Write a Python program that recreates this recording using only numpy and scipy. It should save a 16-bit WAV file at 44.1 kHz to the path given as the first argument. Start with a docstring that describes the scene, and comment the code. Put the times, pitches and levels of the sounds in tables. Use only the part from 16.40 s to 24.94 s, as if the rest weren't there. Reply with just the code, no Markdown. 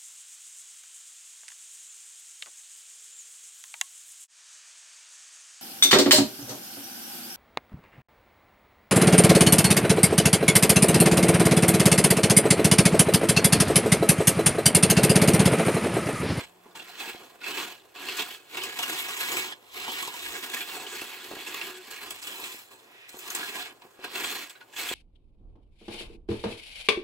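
"""A wheel hoe on a gravel path, outdoors, close to a stereo pair of microphones. It starts with short pushes,
as a faint hum fades and a bird chirps far off. Stones crunch together and strike the steel blade, which rings
through the frame; some jam and jump free, and the frame knocks dully. Then comes one long drag back, late in
which the tyre rubs with a low tone, brief squeals follow, and the blade skims loose pebbles. Near 6.6 s the hoe
turns round with a soft swish and is pushed again."""
import sys
import numpy as np
from scipy import signal
from scipy.fft import rfft, irfft, next_fast_len
from scipy.io import wavfile

SR = 44100
rng = np.random.default_rng(int(sys.argv[2]) if len(sys.argv) > 2 else 0)


def wav_out(sig):
    """Save sig, one row per channel (or a flat mono array), as 16-bit PCM at SR to the path in sys.argv[1]."""
    wavfile.write(sys.argv[1], SR, np.round(np.clip(np.atleast_2d(sig).T, -1, 1) * 32767).astype(np.int16))


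N = 376613
T = np.arange(N) / SR


# Colour of the colliding stones, per third octave: f/Hz, level/dB (all table levels are relative)
STONE_SPECTRUM = [(80, -34), (170, -24.5), (300, -7), (550, -14), (1000, -6.5), (1700, -10), (2700, -7.5),
                  (4000, -2.5), (5500, -9), (7500, 0), (9500, -10), (13000, 3.5), (16000, -3.5)]

def gravel(clicks, drag, level_db, mix_db):
    """Stone on stone, close up: dry clicks that die within a few cycles, in an ever-changing mix of sizes."""
    out = 0
    for hz in np.geomspace(80, 15000, 24):
        strength = effort(drag, hz) * from_db(level_db + at_hz(STONE_SPECTRUM, hz) + mix_db * drift(45))
        out = out + third_octave(scatter(clicks * strength, hz), hz)
    return out


def collisions(per_s, size_db, clump_db):
    """Stone contacts, many small and a few large, in clumps as the gravel sticks and slips; unit power."""
    sizes = from_db(size_db * np.minimum(rng.exponential(1, N), 4))
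    hits = rng.random(N) < per_s / SR
    return rms_one(hits * sizes * from_db(clump_db * drift(110)) / np.sqrt(per_s))


# Modes of blade, frame and wheel: f/Hz, width/Hz, level/dB
STEEL_MODES = [(290, 59, -7), (367, 27.5, 2), (433, 43, -2.5), (718, 47, -2), (919, 59, 1), (1092, 58, 0),
               (1130, 13, -21), (1458, 160, 1), (1656, 63, 0.5), (1848, 36, -10), (2254, 230, 3.5),
               (2325, 480, 2), (2570, 105, 1), (2755, 105, 0), (2900, 69, -8.5), (3026, 94, 1),
               (3343, 125, 3.5), (3600, 170, -14.5), (4210, 200, 0), (4425, 260, -2.5), (5060, 160, -8),
               (6700, 1100, 2), (7850, 430, 3), (11800, 350, -33), (12900, 290, -15), (15800, 300, -24)]

def hoe(clicks, drag, level_db, shift_db):
    """Stone on steel: as the contacts move along the blade, now one mode rings out and now another."""
    out = 0
    for hz, width, db in STEEL_MODES:
        strength = effort(drag, hz) * from_db(level_db + db + shift_db * drift(22))
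        out = out + resonate(scatter(clicks * strength, hz), hz, width)
    return out


# The blade takes hold of the path: bite t/s, ease t/s, attack/s, release/s, bite level/dB, ease level/dB,
# weight on the frame against crunch/dB, fine grit against crunch/dB
BLADE_STROKES = [(0, 0.009, 0.0089, 0.071, -46, -44, 0, -8),
                 (0.356, 0.548, 0.0074, .1, -46, -54.5, -5, -6.5),
                 (0.605, 0.699, 0.086, 0.15, -39, -44.5, -5, -6),
                 (0.799, 0.898, .03, 0.097, -61, -64, 7.5, -3),
                 (1.048, 1.208, 0.056, 0.16, -43, -36.5, -2.5, -6.5),
                 (1.554, 1.69, 0.015, 0.12, -51, -39.5, -0.5, -7),
                 (1.796, 1.809, .1, 0.051, -32, -33.5, -17, -5),
                 (1.865, 1.923, .03, 0.12, -51, -49.5, -1, -2.5),
                 (2.141, 2.297, 0.081, 0.092, -46.5, -41, -5, -7.5),
                 (2.392, 2.989, 0.13, .06, -39.5, -37, -6, -3),
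                 (3.023, 3.126, 0.027, .045, -38.5, -45.5, -8.5, -7.5),
                 (3.4, 3.64, 0.13, 0.17, -40, -40.5, -9.5, -6),
                 (3.75, 4.055, 0.12, 0.1, -42, -43.5, -4, -3),
                 (4.146, 4.203, .08, 0.077, -40, -39.5, -3, -1.5),
                 (4.276, 4.641, 0.14, 0.26, -44.5, -45, -4.5, -3),
                 (4.76, 5.246, 0.22, 0.19, -48.5, -43, -2.5, -5),
                 (5.535, 5.704, 0.2, 0.24, -46.5, -46, -3.5, -4.5),
                 (5.822, 6.09, .015, 0.28, -44, -48, -4.5, -1),
                 (6.294, 6.422, .05, .2, -62, -68.5, 0.5, -1),
                 (6.688, 6.846, 0.017, 0.057, -57, -58.5, 2, 2),
                 (6.896, 7.063, 0.14, .13, -40, -39.5, -4.5, -4),
                 (7.155, 7.21, 0.054, 0.1, -39, -37.5, -7, -7),
                 (7.639, 7.713, 0.069, 0.19, -48.5, -50, 1, -12.5),
                 (7.755, 7.966, 0.052, 0.16, -40, -39.5, -5, -3.5),
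                 (8.39, 8.537, 0.057, .1, -38, -41, -2.5, -2)]
# The wheel alone: crunch level/dB, weight level/dB, grit level/dB
WHEEL_LEVELS = [-70, -63, -71]

def strokes(ramp_db=20, release_curve=1.28):
    """Each stroke bites, holds and lets go over the rolling wheel; power of crunch, weight and grit."""
    power = from_db(WHEEL_LEVELS)[:, None] ** 2
    for bite, ease, attack_s, release_s, bite_db, ease_db, weight_db, grit_db in BLADE_STROKES:
        attack = np.maximum(bite - T, 0) / attack_s
        release = (np.maximum(T - ease, 0) / release_s) ** release_curve   # gentle, then a clean stop
        held_db = np.interp(T, [bite, ease], [bite_db, ease_db])
        crunch_db = held_db - ramp_db * np.minimum(attack + release, 10)
        power = power + np.outer(from_db([0, weight_db, grit_db]), from_db(crunch_db)) ** 2
    return power


def dragging(lurch_per_s=22, lurch_db=1.31, rocking_db=2.4):
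    """Gains of crunch, weight and grit: uneven ground sways the whole drag, and the frame rocks on top."""
    slip_db = jamming(hold_db=-2.5, hold_s=0.018, surge_db=0.6, surge_s=0.0056)
    slip_db += lurch_db * drift(lurch_per_s)
    crunch, weight, grit = np.sqrt(strokes() * from_db(slip_db) ** 2 + spills())
    return crunch, weight * from_db(rocking_db * drift(lurch_per_s)), grit


# Crossover corners, weight to crunch and crunch to grit: f/Hz
CROSSOVERS = [700, 1900, 4000, 6500]

def effort(drag, hz):
    """The drag's gain at a pitch: weight drives the lows, crunch the middle and grit the treble."""
    crunch, weight, grit = drag
    low = np.interp(np.log(hz), np.log(CROSSOVERS), [1, 0, 0, 0])
    high = np.interp(np.log(hz), np.log(CROSSOVERS), [0, 0, 0, 1])
    return low * weight + high * grit + (1 - low - high) * crunch


def pebbles(drag, level_db, size_db, ring_s, count):
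    """Loose pebbles clink, each once and at a pitch of its own; higher ones die sooner."""
    when, pitch, luck, pan = rng.random((count, 4)).T
    t = T[:SR // 25]
    at = (when * (N - len(t))).astype(int)
    hz = 1000 * 15 ** pitch
    size = np.minimum(-np.log(luck), 3)
    push = effort([gain[at] for gain in drag], hz)
    gain = push * from_db(level_db + at_hz(STONE_SPECTRUM, hz) + size_db * size)
    decay_s = ring_s * np.sqrt(4000 / hz)
    clinks = gain[:, None] * np.sin(2 * np.pi * hz[:, None] * t) * np.exp(-t / decay_s[:, None])
    samples = (at[:, None] + np.arange(len(t))).ravel()
    return np.array([np.bincount(samples, (clinks * share[:, None]).ravel(), N)
                     for share in (.5 + pan, 1.5 - pan)])


def skimming(drag, start_s, end_s, boost_db):
    """Late in the pull the blade rides on top and flicks loose pebbles harder."""
    return np.array(drag) * from_db(boost_db * ((T > start_s) & (T < end_s)))


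# Stones that jam and jump free: t/s, rattle level/dB, f/Hz, crack level/dB
JAMMED_STONES = [(0.351, -31, 900, -61), (0.396, -25.5, 2750, -49), (0.603, -25, 2540, -46),
                 (0.678, -26, 2640, -47), (1.015, -29, 1450, -55), (1.037, -22.5, 2570, -52),
                 (1.065, -21, 2640, -45.5), (1.173, -20, 2600, -34), (1.56, -30, 2640, -56),
                 (1.687, -18, 2750, -32), (1.693, -24, 2640, -43), (1.771, -27, 2570, -24.5),
                 (1.787, -19, 2530, -37), (1.794, -14.5, 3220, -35), (1.802, -20, 2530, -42),
                 (1.82, -22, 2650, -28), (2.171, -20, 2680, -29), (2.236, -20.5, 2510, -22),
                 (2.39, -16.5, 2900, -26.5), (2.43, -14, 2810, -24), (2.528, -29, 1130, -41),
                 (2.686, -23, 1130, -31), (2.918, -20, 6900, -33), (2.969, -12, 2350, -24),
                 (3.123, -24.5, 1730, -58), (3.48, -17.5, 930, -34), (3.519, -27.5, 915, -27.5),
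                 (3.627, -19, 1113, -27), (3.675, -20.5, 960, -29), (3.741, -24.5, 950, -35),
                 (4.028, -25.5, 2320, -43), (4.137, -23, 2380, -35), (4.166, -21.5, 1843, -38),
                 (4.207, -16.5, 2404, -38), (4.466, -24, 2970, -46), (4.614, -23, 2640, -30),
                 (5.065, -22.5, 2680, -50), (5.143, -25, 1100, -33.5), (5.214, -17, 2730, -39),
                 (5.51, -35, 1680, -32), (5.707, -24, 3320, -27.5), (5.826, -30.5, 4980, -41),
                 (5.872, -24, 2900, -30.5), (6.039, -28, 3890, -36), (6.692, -38, 4090, -33.5),
                 (6.79, -39, 7940, -32.5), (6.903, -21, 6600, -25), (6.95, -14.5, 7580, -26),
                 (7.03, -20.5, 1664, -44), (7.42, -35, 947, -54), (7.642, -21, 1626, -39),
                 (7.756, -19.5, 2680, -40), (7.842, -18, 3330, -41), (8.098, -33, 3320, -38.5),
                 (8.153, -33, 1503, -58), (8.211, -32, 1476, -58), (8.334, -35.5, 1680, -52),
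                 (8.364, -25.5, 3370, -44), (8.386, -19, 2190, -34), (8.489, -17.5, 3390, -30)]

def jolts(ring_db, crack_db, rattle_s, crack_s, damping, dull_db):
    """A jammed stone cracks free, then rattles briefly against the blade at its own pitch."""
    out = np.zeros((2, N + SR))
    for s, db, hz, bright_db in JAMMED_STONES:
        clicks = chatter(2500, rattle_s * np.sqrt(2500 / hz), hz)
        ring = resonate(clicks, hz, hz * damping)
        body = from_db(dull_db) * resonate(clicks, hz * 0.26, hz * 0.13)
        rattle = from_db(db + ring_db) * rms_one(ring + body)
        snap = resonate(chatter(11000, crack_s, 11500), 5330, 9300)
        crack = from_db(bright_db + crack_db) * rms_one(snap)
        at = round(s * SR)
        out[:, at:at + clicks.shape[1]] += rattle + crack
    return out[:, :N]


def chatter(per_s, decay_s, hz):
    """A dying run of quick touches, spread as wide as stones of pitch hz."""
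    t = T[:SR // 8]
    touches = (rng.random(len(t)) < per_s / SR) | (t == 0)
    mid, side = touches * rng.choice([-1, 1], (2, len(t))) * np.exp(-t / decay_s)
    return stereo(mid, side, at_hz(STONE_WIDTH, hz))


def jamming(hold_db, hold_s, surge_db, surge_s):
    """The gravel stalls while a stone jams, then surges as it lets go; in dB."""
    out, t = np.zeros(N + SR), T[:SR // 10]
    shape = np.r_[hold_db * np.exp(-t[::-1] / hold_s), surge_db * np.exp(-t / surge_s)]
    for s, *_ in JAMMED_STONES:
        at = round(s * SR)
        out[at:at + len(shape)] += shape
    return out[len(t):len(t) + N]


def spills(rise_s=0.0044, fall_s=.014, crunch_db=-20, weight_db=-21.5, grit_db=-13, shake_db=-10):
    """Every jolt sheds a run of stones and every knock shakes the frame; power of crunch, weight, grit."""
    power, t = np.zeros((3, N + SR)), T[:SR // 5]
    shape = np.r_[np.exp(-t[::-1] / rise_s), np.exp(-t / fall_s)]
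    bursts = [(s, from_db([db + crunch_db, db + weight_db, bright_db + grit_db]))
              for s, db, _, bright_db in JAMMED_STONES]
    bursts += [(s, [0, from_db(db + shake_db), 0]) for s, db in FRAME_KNOCKS]
    for s, gains in bursts:
        at = round(s * SR)
        power[:, at:at + len(shape)] += np.outer(gains, shape) ** 2
    return power[:, len(t):len(t) + N]


# Dull knocks of the frame: t/s, level/dB
FRAME_KNOCKS = [(.259, -43.5), (.748, -31.5), (1.807, -40), (4.619, -29), (4.913, -29.5), (4.936, -31),
                (4.968, -32), (6.033, -37.5), (6.145, -38), (6.744, -36.5), (7.452, -42), (7.592, -40),
                (8.514, -24.5)]
# What a knock rings with: f/Hz, width/Hz, level/dB
FRAME_MODES = [(180, 70, -36), (338, 200, 13), (450, 86, 3.5), (620, 160, -21)]

def knocks(level_db, soft_hz):
    """Soft, heavy contacts wake only the frame's low modes."""
    clicks = np.zeros(N)
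    for s, db in FRAME_KNOCKS:
        clicks[round(s * SR)] = from_db(db + level_db)
    thuds = signal.sosfilt(signal.butter(2, soft_hz, fs=SR, output="sos"), clicks + 1e-18)
    return sum(from_db(db) * resonate(thuds, hz, width) for hz, width, db in FRAME_MODES)


# The tyre rubs with a low tone, joined by brief higher squeals: start t/s, end t/s, f/Hz, level/dB,
# unsteadiness/dB
RUB_SQUEALS = [(5.305, 5.444, 365.5, -45.5, 1), (5.35, 5.425, 1494, -50, 2), (5.472, 5.62, 1678, -53, 5)]

def squeals(waver):
    """Friction locks onto one mode for a moment and gives an unsteady tone."""
    out = np.zeros(N)
    bend, grip = 1 + waver * drift(70), drift(90)
    for start, end, hz, db, unsteady_db in RUB_SQUEALS:
        progress = np.clip((T - start) / (end - start), 0, 1)
        swell = np.sqrt(np.sin(np.pi * progress).clip(0))
        out += from_db(db + unsteady_db * grip) * swell * np.sin(2 * np.pi * np.cumsum(hz * bend) / SR)
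    return out


# The hoe turns round: centre t/s, half-length/s, level/dB
TURNING_RUBS = [(6.637, 0.15, -52)]

def rub(hz, width_hz):
    """A soft rubbing swish that swells and fades."""
    friction = scatter(rng.standard_normal(N), hz)
    swish = resonate(resonate(friction, hz, width_hz), hz, width_hz)
    return rms_one(swish) * swells(TURNING_RUBS)


# Stones fly to both sides of the microphones, small bright ones furthest: f/Hz, side against mid/dB
STONE_WIDTH = [(80, -29), (300, -34), (600, -7), (1100, -14.5), (2200, -7), (4200, -5), (7000, -7.5),
               (10000, 2.5), (15000, -13)]

def scatter(clicks, hz):
    """The same contacts with new strengths, signs and directions: each hits every mode differently."""
    at, out = np.flatnonzero(clicks), np.zeros((2, N))
    mid, side = rng.uniform(-1, 1, (2, N))[:, at] * np.sqrt(3)
    out[:, at] = clicks[at] * stereo(mid, side, at_hz(STONE_WIDTH, hz))
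    return out


# Where the blade is in front of the pair: t/s, lead of the left microphone/ms
BLADE_PATH = [(0, -0.078), (1.4, -0.038), (2.6, .16), (3.5, 0.23), (4.3, 0.067), (5.4, 0.0097),
              (5.9, -0.19), (7.1, -.15), (8.5, 0.012)]

def placed(x, bass_share):
    """The nearer microphone leads: most in the upper mids, less in the bass, not at all in the treble."""
    lead_ms = np.interp(T, *np.transpose(BLADE_PATH))
    shift_s = lead_ms / 2000   # half the lead to each side
    bass, below_treble = (signal.sosfiltfilt(signal.butter(24, hz, fs=SR, output="sos"), x)
                          for hz in (1300, 4500))
    out = x - below_treble
    for part, share in ((bass, bass_share), (below_treble - bass, 1)):
        out = out + [np.interp(T + side * share * shift_s, T, mic) for side, mic in zip((1, -1), part)]
    return out


def yard(x, t60, wet_db, low_hz, high_hz):
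    """Ground, rocks and hedge scatter a short, dull tail, different at each microphone."""
    t = T[:SR // 4]
    tails = rng.standard_normal((2, len(t))) * from_db(-60 * t / t60) * (t > .001)
    tails /= np.sqrt(np.sum(tails ** 2, axis=1, keepdims=True))
    wet = signal.fftconvolve(x, tails, axes=1)[:, :N]
    return from_db(wet_db) * bandpass(wet, low_hz, high_hz, order=1)


# Balance of the hoe across the pair: f/Hz, left minus right/dB
PAIR_BALANCE = [(60, 29), (99, -10), (160, 1.5), (270, 1.5), (450, -1), (740, 0), (1220, -1.5), (2010, -2),
                (3330, -2.0), (5500, -2.5), (9080, 1), (15000, 1.5)]

def balanced(x):
    """Each band leans a little to one microphone; the deepest bass leans far left."""
    return colour(x, PAIR_BALANCE, share=np.array([[.5], [-.5]]))


# A bird, far off: t/s, length/s, first f/Hz, last f/Hz, level/dB
BIRD_CHIRPS = [(0.228, .025, 3800, 3100, -66), (0.308, .022, 4000, 3150, -60),
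               (3.197, .025, 3580, 3000, -66)]

def bird():
    """Short whistles that slide down."""
    out = np.zeros(N)
    for s, length, first_hz, last_hz, db in BIRD_CHIRPS:
        hz, at = np.linspace(first_hz, last_hz, int(length * SR)), round(s * SR)
        whistle = np.sin(2 * np.pi * np.cumsum(hz) / SR)
        out[at:at + len(hz)] += from_db(db) * np.hanning(len(hz)) * whistle
    return out


# Soft low rumbles: centre t/s, half-length/s, level/dB
LOW_RUMBLES = [(0.028, .06, -65), (3.418, 0.1, -66), (3.893, 0.065, -61), (5.735, .1, -67),
               (8.48, 0.12, -76)]

def rumbles(top_hz):
    """Brief swells of deep noise, different at each microphone."""
    return swells(LOW_RUMBLES) * rms_one(bandpass(rng.standard_normal((2, N)), 30, top_hz))


def hum(hz, db, fade_s):
    """A faint far hum that dies away early on."""
    return from_db(db) * np.exp(-(T / fade_s) ** 2) * np.sin(2 * np.pi * hz * T)


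# Noise density of the open air around the path: f/Hz, level/dB
AIR_SPECTRUM = [(12, -40), (30, -15), (60, -21), (120, -3), (195, -19.5), (260, -17), (360, -1.5),
                (550, -1.5), (1000, -6), (2500, -16.5), (6000, -25), (16000, -21)]

def air(level_db, side_db):
    """Quiet outdoor background, wide and steady."""
    mid, side = colour(rng.standard_normal((2, N)), AIR_SPECTRUM)
    return from_db(level_db) * rms_one(stereo(mid, side, side_db))


def from_db(db):
    """Decibels to gain."""
    return 10 ** (np.asarray(db) / 20)


def rms_one(x):
    """Scale to unit power."""
    return x / np.sqrt(np.mean(x ** 2) + 1e-20)


def stereo(mid, side, side_db):
    """Mid and side to left and right."""
    return mid + from_db(side_db) * side * [[1], [-1]]


def swells(rows):
    """A sum of bell-shaped envelopes."""
    return sum(from_db(db) * np.exp(-((T - s) / half_s) ** 2) for s, half_s, db in rows)


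def drift(rate):
    """A random wander with spread 1 that turns about rate times a second."""
    knots = rng.standard_normal(8192)
    return rms_one(np.interp(T * rate, np.arange(len(knots)), knots))


def at_hz(points, hz):
    """Read a spectrum on a log-frequency axis."""
    f, value = np.transpose(points)
    return np.interp(np.log(hz + 1e-3), np.log(f + 1e-3), value)


def colour(x, points, share=1):
    """Give a signal the gains of a spectrum."""
    size = next_fast_len(N)
    gains = from_db(share * at_hz(points, np.fft.rfftfreq(size, 1 / SR)))
    return irfft(rfft(x, size) * gains, size)[..., :N]


def resonate(x, hz, width_hz):
    """A two-pole resonance; a unit click leaves it with unit energy."""
    r = np.exp(-np.pi * width_hz / SR)
    feedback = [1, -(1 + r * r) * np.cos(2 * np.pi * hz / SR), r * r]
    return signal.lfilter(np.sqrt((1 - r * r) / 2) * np.array([1, 0, -1]), feedback, x + 1e-18)


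def bandpass(x, low_hz, high_hz, order=2):
    """Keep what lies between two frequencies."""
    return signal.sosfilt(signal.butter(order, [low_hz, high_hz], "band", fs=SR, output="sos"), x + 1e-18)


def third_octave(x, hz):
    """A third-octave band; a unit click leaves it with about unit energy."""
    low, high = hz * 2 ** (-1 / 6), hz * 2 ** (1 / 6)
    return bandpass(x, low, high) * np.sqrt(SR / 2 / (high - low))


def scene():
    """The hoe close by, the garden behind it; the harder the drag, the more stones collide each second."""
    drag = dragging()
    crunch = drag[0]
    per_s = 3000 + 7000 * (crunch / crunch.max()) ** .7
    clicks = collisions(per_s, size_db=0.5, clump_db=1.43)
    tool = gravel(clicks, drag, level_db=-5.5, mix_db=2.0)
    tool += hoe(clicks, drag, level_db=-10.5, shift_db=3.0)
    skim = skimming(drag, start_s=5.45, end_s=6.9, boost_db=2)
    tool += pebbles(skim, level_db=-8.0, size_db=4.5, ring_s=0.013, count=1600)
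    tool += jolts(ring_db=-26.0, crack_db=-25.5, rattle_s=0.006, crack_s=0.004,
                  damping=0.026, dull_db=-24.5)
    tool += knocks(level_db=0.5, soft_hz=1210) + squeals(waver=0.0125) + rub(hz=2370, width_hz=1860)
    close = placed(tool, bass_share=0.42) + yard(tool, t60=0.056, wet_db=-7.0, low_hz=630, high_hz=5200)
    garden = air(level_db=-61, side_db=-0.5) + bird() + rumbles(top_hz=93)
    garden += hum(hz=179, db=-67, fade_s=0.76)
    return balanced(close) + garden


def record(dry):
    """Both channels are cut steeply above 15750 Hz."""
    return signal.sosfilt(signal.ellip(12, .1, 80, 15750, fs=SR, output="sos"), dry)


dry = scene()
out = record(dry)
wav_out(out)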